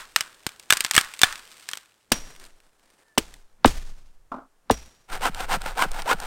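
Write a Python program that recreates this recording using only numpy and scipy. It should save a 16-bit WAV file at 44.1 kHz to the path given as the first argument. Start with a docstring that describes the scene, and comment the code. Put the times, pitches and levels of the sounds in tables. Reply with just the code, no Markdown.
"""Making firewood in a quiet forest

A bent dead branch cracks and splinters. An axe bites a log four times, ringing wood and steel;
a billet tumbles to the ground. Then a hand saw rasps in quick strokes, its teeth tearing fibres.
Trunks scatter echoes, the air hushes, a faint whistle sounds far off, and the work shakes the
microphone into a soft rumble."""
import sys
import numpy as np
from scipy import signal
from scipy.fft import rfft, irfft, next_fast_len
from scipy.io import wavfile

SR = 44100
rng = np.random.default_rng(int(sys.argv[2]) if len(sys.argv) > 2 else 0)


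def wrap_up_sound(samples):
    """Save the sound to the file named by the first command line argument, as 16-bit audio."""
    columns = np.atleast_2d(samples).T
    # keep every value between -1 and 1, then stretch to whole-number steps
    tamed = np.clip(columns, -1, 1)
    steps = np.round(tamed * 32767).astype(np.int16)
    wavfile.write(sys.argv[1], SR, steps)


N = 276063
TIME = np.arange(N) / SR
HIT_TIME = TIME[:8192]


def from_db(db):
    """Decibels to gain."""
    return np.exp(np.asarray(db) * (np.log(10) / 20))


def rms_one(x):
    """Scale to rms 1."""
    return x / np.sqrt(np.mean(x ** 2) + 1e-20)


def peak_one(x):
    """Scale to peak 1."""
    return x / np.abs(x).max()


def fade(t, t60):
    """Exponential decay, 60 dB in t60 seconds."""
    return from_db(-60 * np.minimum(t / t60, 4))


def between(start, end, edge_s=.03):
    """Gate with ramped edges."""
    return np.clip(np.minimum(TIME - start, end - TIME) / edge_s, 0, 1)


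def swell(middle_s, half_s):
    """Bell-shaped envelope."""
    return np.exp(-((TIME - middle_s) / half_s) ** 2)


def add(out, s, sound):
    """Mix a sound in at s seconds."""
    at = max(round(s * SR), 0)
    out[at:at + len(sound)] += sound[:max(N - at, 0)]


def colour(x, points):
    """Minimum-phase filter through (f/Hz, level/dB) points; white noise keeps its power."""
    size = 2 * next_fast_len(len(x) // 2 + 2048)
    hz, db = np.transpose(points)
    bins_hz = np.maximum(np.arange(size // 2 + 1) * SR / size, 1)
    gain = rms_one(from_db(np.interp(np.log(bins_hz), np.log(hz), db)))
    cepstrum = irfft(np.log(gain))
    cepstrum[1:size // 2] *= 2
    cepstrum[size // 2 + 1:] = 0
    return irfft(rfft(x, size) * np.exp(rfft(cepstrum)))[:len(x)]


def drift(rate_hz):
    """Slow random wander, rms 1."""
    pole = np.exp(-80 * np.pi * rate_hz / SR)
    noise = rng.standard_normal(N // 40 + 2002)
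    slow = signal.lfilter([1], [1, -2 * pole, pole * pole], noise)[2000:]
    return np.interp(np.arange(N) / 40, np.arange(len(slow)), rms_one(slow))


def grains(per_s, spread_db):
    """Random clicks of uneven size, rms 1."""
    place, size, sign = rng.random((int(per_s * N / SR), 3)).T
    sizes = from_db(spread_db * np.minimum(-np.log(1 - size), 4)) * (2 * sign - 1)
    return rms_one(np.bincount((place * N).astype(int), sizes, N))


def tiny_snaps(per_s, t60=.011):
    """Sparse, very short noise bursts, rms 1."""
    keep = fade(1 / SR, t60) ** 2
    energy = signal.lfilter([1], [1, -keep], grains(per_s, spread_db=3) ** 2 + 1e-18)
    return rms_one(np.sqrt(energy) * rng.standard_normal(N))


def burst(t60):
    """Decaying noise: a shower of tiny fractures."""
    return rng.standard_normal(len(HIT_TIME)) * fade(HIT_TIME, t60)


def pulse(spectrum):
    """Filtered impulse, peak 1."""
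    return peak_one(colour(signal.unit_impulse(len(HIT_TIME)), spectrum))


def struck(modes, t):
    """Modes (f/Hz, level/dB, t60/s) ringing after a blow."""
    hz, db, t60 = np.transpose(modes)[:, :, None]
    sign = (-1) ** np.arange(len(hz))[:, None]
    return np.sum(sign * from_db(db) * np.sin(2 * np.pi * hz * t) * fade(t, t60), axis=0)


# forest air: f/Hz, level/dB
AIR_SPECTRUM = [(24, -29), (40, 1), (43, -8.5), (209, -7), (433, -4.5), (873, -6.5), (1720, -9),
                (1950, -14.5), (3740, -18.5), (8550, -17.5), (16000, -27.5)]


def air(fall_s=(1.6, 2.0), branch_db=-61, block_db=-70):
    """Soft hush, louder around the branch than around the chopping block."""
    gain = from_db(np.interp(TIME, fall_s, [branch_db, block_db]))
    return gain * colour(rng.standard_normal(N), AIR_SPECTRUM)


# microphone shake: f/Hz, level/dB
RUMBLE_SPECTRUM = [(8, -4), (17, 3), (30, -9), (60, -28.5), (120, -32), (300, -50.5), (16000, -100)]


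def rumble(saw_db=-30, jolt_t60=.45, chop_t60=1.3):
    """Jolts and blows sway the ground under the microphone; sawing keeps it shaking."""
    sway = from_db(saw_db) * between(SAW_START_S, SAW_END_S)
    for s, _, sway_db in TRUNK_JOLTS:
        add(sway, s, from_db(sway_db) * fade(TIME, jolt_t60))
    for s, *_, sway_db in AXE_BLOWS:
        add(sway, s, from_db(sway_db) * fade(TIME, chop_t60))
    return colour(sway * rng.standard_normal(N), RUMBLE_SPECTRUM)


def whistle(hz=1780, db=-63, waver=.015):
    """One thin, wavering note far off."""
    phase = 2 * np.pi * np.cumsum(hz * (1 + waver * drift(40))) / SR
    return from_db(db) * swell(middle_s=3.105, half_s=.055) * np.sin(phase)


def scatter(x, spectrum, t60):
    """Trunks spread a sound's energy into a dying wash of small echoes."""
    keep = fade(1 / SR, t60) ** 2
    energy = signal.lfilter([1 - keep], [1, -keep], x ** 2 + 1e-18)
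    return colour(np.sqrt(energy) * grains(per_s=7700, spread_db=3.5), spectrum)


# snap echo off the trees: f/Hz, level/dB
ECHO_SPECTRUM = [(60, -12), (300, -15), (700, -6.5), (1100, 4.5), (1550, 7), (2300, -1.5), (3500, -3.5),
                 (6500, -10.5), (8600, -8), (11000, -17.5), (16000, -21.5)]


def echoes(snapping, sawing):
    """Trees return the branch and the saw; an earlier snap's echo dies away at the start."""
    opening = from_db(-37.5) * fade(TIME, .23) * colour(rng.standard_normal(N), ECHO_SPECTRUM)
    snap_echo = from_db(-19) * scatter(snapping, ECHO_SPECTRUM, t60=.45)
    saw_echo = from_db(-22.5) * scatter(sawing, RASP_SPECTRUM, t60=1.0)
    return opening + snap_echo + saw_echo


# scuffs between blows: centre t/s, half length/s, level/dB
BARK_SCUFFS = [(2.281, 0.065, -54.5), (2.427, 0.053, -51), (2.594, 0.079, -64.5), (2.94, 0.19, -64.5),
               (3.324, 0.076, -60), (3.901, 0.077, -70)]
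# rubbed bark: f/Hz, level/dB
BARK_SPECTRUM = [(60, -8), (200, -2), (400, 2.5), (1000, -2.5), (1700, 0), (2500, -5.5), (4000, -7.5),
                 (6500, -11), (8700, -7), (11000, -16), (16000, -22.5)]


def handling(patchy_db=3.0, tick_db=-4):
    """Bark scuffs unevenly under the hands and sheds small ticks."""
    scuff = sum(from_db(db) * swell(s, half_s) for s, half_s, db in BARK_SCUFFS)
    rub = scuff * grains(per_s=5000, spread_db=2.5) * from_db(patchy_db * drift(25))
    ticks = from_db(tick_db) * scuff * tiny_snaps(per_s=22)
    return colour(rub, BARK_SPECTRUM) + colour(ticks, SNAP_SPECTRUM)


# billet on soil: f/Hz, level/dB
BILLET_SPECTRUM = [(60, -11), (170, -7.5), (260, 7.5), (400, -7), (650, 0.5), (1000, 1), (1350, 2.5),
                   (1750, -21.5), (2600, -30), (9000, -44.5), (16000, -62)]


def billet(landing_s=4.3172, landing_db=-24.5, gap_s=.024, shrink=.92, loss_db=4.5, bounces=8):
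    """A split piece lands and rocks to rest, each bounce sooner and weaker."""
    out, s = np.zeros(N), landing_s
    for k in range(bounces):
        add(out, s, from_db(landing_db - k * loss_db) * burst(t60=.087))
        s += gap_s * shrink ** k
    return colour(out, BILLET_SPECTRUM)


# heavy cuts: start t/s, end t/s, relative tooth tone level/dB
SAW_CUTS = [(5.194, 5.303, -24), (5.469, 5.578, -27.5), (5.746, 5.868, -21.5), (6.043, 6.153, -20)]
SAW_START_S, SAW_END_S = 5.075, 6.335


def strokes(cut_hz=1055, cut_rasp_db=-26.5, back_hz=892.3, back_rasp_db=-36, back_tone_db=-42.5):
    """Cuts and light returns: start t/s, end t/s, top tooth rate/Hz, rasp/dB, tone/dB."""
    turn_s = .024  # the arm reverses
    cuts = [(start, end, cut_hz, cut_rasp_db, tone_db) for start, end, tone_db in SAW_CUTS]
    starts = [SAW_START_S] + [end + turn_s for _, end, _ in SAW_CUTS]
    ends = [start for start, _, _ in SAW_CUTS] + [SAW_END_S]
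    return cuts + [(start, end, back_hz, back_rasp_db, back_tone_db) for start, end in zip(starts, ends)]


def saw_arm(lean=1.33, sliding=.11, judder_from=.57, drag_db=-52):
    """The arm leans in late in each stroke; the blade runs clean, then judders as it slows."""
    tooth_hz, judder, rasp, tone = np.zeros((4, N))
    for start, end, top_hz, rasp_db, tone_db in strokes():
        progress = np.linspace(0, 1, round((end - start) * SR))
        speed = np.abs(np.sin(np.pi * progress))
        force = np.abs(np.sin(np.pi * progress ** lean))
        add(tooth_hz, start, top_hz * speed)
        add(judder, start, np.clip((progress - judder_from) * 10, 0, 1))
        add(rasp, start, from_db(rasp_db) * (force ** 1.8 + sliding * speed))
        add(tone, start, from_db(tone_db) * force ** 1.3)
    rasp += from_db(drag_db) * between(SAW_START_S, SAW_END_S)
    return tooth_hz, judder, rasp, tone


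# tooth tone, half orders from the alternating set: order, clean level/dB, juddering level/dB
TOOTH_ORDERS = [(.5, -15, -15), (1, 0, -3), (1.5, -15, -4), (2, -12, -4), (3, -17, -9), (4, -22, -14)]
# blade catching in the kerf on returns: t/s, level/dB
KERF_CATCHES = [(5.347, -28.5), (5.618, -29.5), (5.9164, -28), (6.0207, -29), (6.2016, -28)]
# tearing fibres; blade and pole together: f/Hz, level/dB
RASP_SPECTRUM = [(88, -46.5), (150, -11.5), (368, -11.5), (555, -6), (612, -9), (745, 1), (1170, -8),
                 (1360, -1), (1900, -11), (2140, -9.5), (6770, -22.5), (8900, -18.5), (11000, -30.5),
                 (13700, -24.5), (16000, -35.5)]
POLE_SPECTRUM = [(100, -15.5), (480, -4), (620, -6.5), (760, -0.5), (1020, -3), (1180, -2.5), (1480, 5),
                 (1800, -5.5), (2300, -12), (2900, 3.5), (5000, -12.5), (16000, -37.5)]


def saw(waver=.015, judder_waver=.08, tooth_depth=.56, clump_db=2.5, grit_db=-11, bump_lead_s=.00655):
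    """Teeth pass at a rate set by blade speed; each tears fibres and shakes the pole."""
    tooth_hz, judder, rasp, tone = saw_arm()
    rate_hz = tooth_hz * (1 + (waver + judder_waver * judder) * drift(200))
    phase = 2 * np.pi * np.cumsum(rate_hz) / SR
    teeth = sum(from_db(clean + (rough - clean) * judder + 3 * drift(70)) * np.sin(order * phase)
                for order, clean, rough in TOOTH_ORDERS)
    pole = .45 * colour(tone * teeth, POLE_SPECTRUM)
    tearing = rasp * grains(per_s=6000, spread_db=2.5) * (1 + tooth_depth * np.cos(phase))
    tearing *= from_db(clump_db * drift(60))
    ticks, bumps = np.zeros((2, N))
    for s, db in KERF_CATCHES:
        add(ticks, s, from_db(db) * burst(t60=.0097))
    pole_bump = from_db(-31) * struck([(184, 5.0, .035), (294, -20, .027)], HIT_TIME)
    for _, end, _ in SAW_CUTS:
        add(bumps, end - bump_lead_s, pole_bump)
    # hard pressure snaps whole fibres: brighter
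    grit = from_db(grit_db) * rasp * np.sqrt(rasp / rasp.max()) * grains(per_s=3500, spread_db=3)
    return colour(tearing + ticks, RASP_SPECTRUM) + pole + colour(ticks + grit, SNAP_SPECTRUM) + bumps


# rustle of the bent branch: t/s, relative level/dB
BEND_RUSTLE = [(0.0, -53), (0.55, -62), (0.71, -57.5), (0.86, -49.5), (1.21, -48.5), (1.34, -51.5),
               (1.68, -51), (1.9, -64.5), (2.05, -69.5)]


def twigs(showers, settle_t60=1.9):
    """Twigs crackle under bending and after each snap, then settle once the branch is let go."""
    times, db = np.transpose(BEND_RUSTLE)
    settling = fade(np.maximum(TIME - times[-1], 0), settle_t60)
    stirring = from_db(np.interp(TIME, times, db) - 2) * settling
    return (stirring + showers) * (grains(per_s=5000, spread_db=5) + .9 * tiny_snaps(per_s=45))


# fibres and twigs breaking: t/s, relative snap level/dB, relative knock level/dB
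BRANCH_CRACKS = [(.1612, -2, -9.5), (0.208, -9.5, -16.5), (.4660, -11.5, -43), (0.5974, -30.5, -55),
                 (.7015, -20, -41.5), (.7047, 0.5, -2.5), (0.7244, -3, -4), (.7340, -7.5, -24),
                 (0.7708, -12, -32), (0.8065, -7, -31.5), (.8483, -11, -24.5), (0.8634, -20.5, -48),
                 (0.9112, -8.5, -24), (.9362, -19, -28.5), (0.9442, -12.5, -25), (.9515, -7, -24.5),
                 (0.9647, -3, -6.5), (0.9788, -2.5, 0), (.9880, -12, -20), (1.1381, -26, -50),
                 (1.1923, -22, -39), (1.2162, -4.5, -18.5), (1.2335, -0.5, 4), (1.2427, -12.5, -11),
                 (1.326, -24.5, -29), (1.3569, -28, -37), (1.6890, -19.5, -27), (1.7140, -24.5, -54),
                 (1.7339, -18.5, -22.5), (1.7729, -23, -42)]
# branch resonances: f/Hz, level/dB, t60/s
BRANCH_MODES = [(135, -26.5, .03), (690, -18, 0.034), (1060, -8, .018), (1370, -4, .02), (1700, 0.5, 0.021),
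                (2250, -7, 0.026), (2520, -6, 0.0074), (3110, 0, 0.021)]
# branch jolting its trunk: t/s, relative bump level/dB, ground sway level/dB
TRUNK_JOLTS = [(0.4677, -22, -70), (.7250, -28.5, -54.5), (0.9786, -22.5, -52), (1.2343, -17.5, -42)]
# snap; trunk bump: f/Hz, level/dB
SNAP_SPECTRUM = [(40, -20.5), (150, -13), (550, -17), (1000, -6), (2000, -1), (3000, 0), (5000, -3.5),
                 (6800, -6.5), (8500, -2.5), (10500, -14.5), (13500, -12.5), (16000, -22.5)]
JOLT_SPECTRUM = [(30, -11), (60, -4), (130, 0), (300, -1.5), (520, -9), (1000, -16.5), (16000, -61)]


def branch(edge_t60=.003, splinter_t60=.02, shower_db=-30, shower_t60=.12, knock_gain=1.3):
    """Each break gives a hard edge, splinters, a knock and a shower of smaller fibres giving way."""
    snaps, knocks, showers = np.zeros((3, N))
    for s, snap_db, knock_db in BRANCH_CRACKS:
        add(snaps, s, from_db(snap_db) * (1.2 * burst(edge_t60) + .5 * burst(splinter_t60)))
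        add(showers, s, from_db(snap_db + shower_db) * fade(HIT_TIME, shower_t60))
        # each break changes the free length, so the modes shift
        modes = [(hz * from_db(rng.normal(0, .7)), db + rng.normal(0, 2), t60)
                 for hz, db, t60 in BRANCH_MODES]
        add(knocks, s, from_db(knock_db) * peak_one(struck(modes, HIT_TIME)))
    for s, db, _ in TRUNK_JOLTS:
        add(knocks, s, from_db(db) * pulse(JOLT_SPECTRUM))
    return colour(snaps + twigs(showers), SNAP_SPECTRUM) + knock_gain * knocks


# log resonances: f/Hz, level/dB, t60/s
LOG_MODES = [(55.15, -23, 0.44), (221.5, -7, 0.057), (284, -11, 0.054), (323, -8, 0.067), (387, -16, 0.052),
             (443.6, -10, 0.064), (595, -8, 0.034), (735, -3, 0.022), (990, -15.5, 0.038),
             (1231, -7, 0.045), (1550, -11.5, 0.051), (1739, -1.5, 0.033), (2978, -7, 0.044),
             (3630, -0.5, 0.039)]
# edge shoving into wood: f/Hz, level/dB
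SHOVE_SPECTRUM = [(40, 0.5), (100, 4.5), (160, -4.5), (260, 5), (400, -8.5), (690, 6), (1150, 1.5),
                  (2200, -19), (3800, -1), (6500, -13), (16000, -28)]


def log_thud(contact_hz, delay_s, lift_hz, lift_db, lift_width=.2, ring_gain=.24, crush_db=-25):
    """A dead shove, a short ring and crushed fibres, low-passed by the contact; peak 1."""
    modes = [(hz, db + lift_db * np.exp(-(np.log(hz / lift_hz) / lift_width) ** 2), t60)
             for hz, db, t60 in LOG_MODES]
    ring = ring_gain * peak_one(struck(modes, HIT_TIME))
    crush = from_db(crush_db) * burst(t60=.1)
    knock = signal.lfilter(*signal.butter(2, contact_hz, fs=SR), pulse(SHOVE_SPECTRUM) + ring + crush)
    # bending waves disperse: lows arrive last
    hz = np.fft.rfftfreq(len(HIT_TIME), 1 / SR)
    dispersion = np.exp(-4j * np.pi * delay_s * np.sqrt(1000 * hz))
    return peak_one(irfft(rfft(knock) * dispersion))


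# blows: t/s, thud level/dB, contact cut-off/Hz, wave delay at 1 kHz/s, lifted mode f/Hz, lift/dB,
# wait to split/s, then level/dB of split, steel, chips, lead-in, ground sway
AXE_BLOWS = [(2.1170, -9.5, 2580, .0015, 226, 11, 0.0022, -6, -27, -38.5, -61, -36.5),
             (3.1760, -5.5, 1960, 0.0011, 382, 15.5, 0.0039, -8, -56.5, -46, -76, -40.5),
             (3.6428, 5.5, 1415, .0052, 269, 3.5, .0147, -14.5, -58.5, -36, -56, -23.5),
             (4.6950, -1.5, 1060, .006, 470, 8, .0147, -17.5, -32, -42.5, -59.5, -49)]
# axe head resonances, the close pair beating: f/Hz, level/dB, t60/s
STEEL_MODES = [(5712, 0, .2), (5672, -14, .65), (7687, -28, .4), (8699, -21, .2)]
# splitting grain; flying chips; soft low noise before a blow: f/Hz, level/dB
SPLIT_SPECTRUM = [(60, -2), (300, 1), (900, -7), (2000, -3), (3000, 0.5), (4500, -5.5), (5500, -3.5),
                  (6800, -9), (8400, -2), (10500, -13), (16000, -15)]
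CHIP_SPECTRUM = [(50, 6), (130, 8.5), (400, 1.5), (1000, 1.5), (3000, -1.5), (6500, -3), (8700, -7.5),
                 (11000, -12.5), (16000, -19.5)]
LEAD_IN_SPECTRUM = [(60, -1), (220, 2), (700, -18), (1500, -12.5), (4000, -25), (16000, -50.5)]


def axe(split_t60=.031, chips_t60=.74, lead_in_t60=.22):
    """Soft low noise swells just before each blow; then thud, splitting grain, steel ring and chips."""
    hits, splits, chips, rise = np.zeros((4, N))
    steel = struck(STEEL_MODES, TIME[:SR])
    chip_fall = fade(TIME[:SR], chips_t60) + 2.6 * fade(TIME[:SR], t60=.15)
    for s, thud_db, *thud_shape, wait_s, split_db, steel_db, chips_db, lead_in_db, _ in AXE_BLOWS:
        split_s = s + wait_s
        rise += from_db(lead_in_db) * fade(np.abs(s - TIME), lead_in_t60) * (TIME < s)
        add(hits, s, from_db(thud_db) * log_thud(*thud_shape))
        add(splits, split_s, from_db(split_db) * burst(split_t60))
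        add(hits, split_s, from_db(steel_db) * steel)
        add(chips, split_s, from_db(chips_db) * chip_fall)
    patter = chips * grains(per_s=7000, spread_db=2.5) * from_db(1.8 * drift(25))
    lead_in = colour(rise * rng.standard_normal(N), LEAD_IN_SPECTRUM)
    return hits + colour(splits, SPLIT_SPECTRUM) + colour(patter, CHIP_SPECTRUM) + lead_in


def scene():
    """Mono mix of breaking, chopping and sawing over the forest background."""
    snapping, sawing = branch(), saw()
    echo = echoes(snapping, sawing)
    chopping = axe() + handling() + billet()
    return (snapping + chopping + sawing + echo + whistle() + air() + rumble())[None]


def record(dry, cutoff_hz=15900):
    """Soft overload on the loudest peaks, then a steep low-pass."""
    clipped = dry / (1 + dry ** 6) ** (1 / 6)
    return signal.sosfilt(signal.ellip(10, .1, 80, cutoff_hz, fs=SR, output="sos"), clipped)


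dry = scene()
out = record(dry)
wrap_up_sound(out)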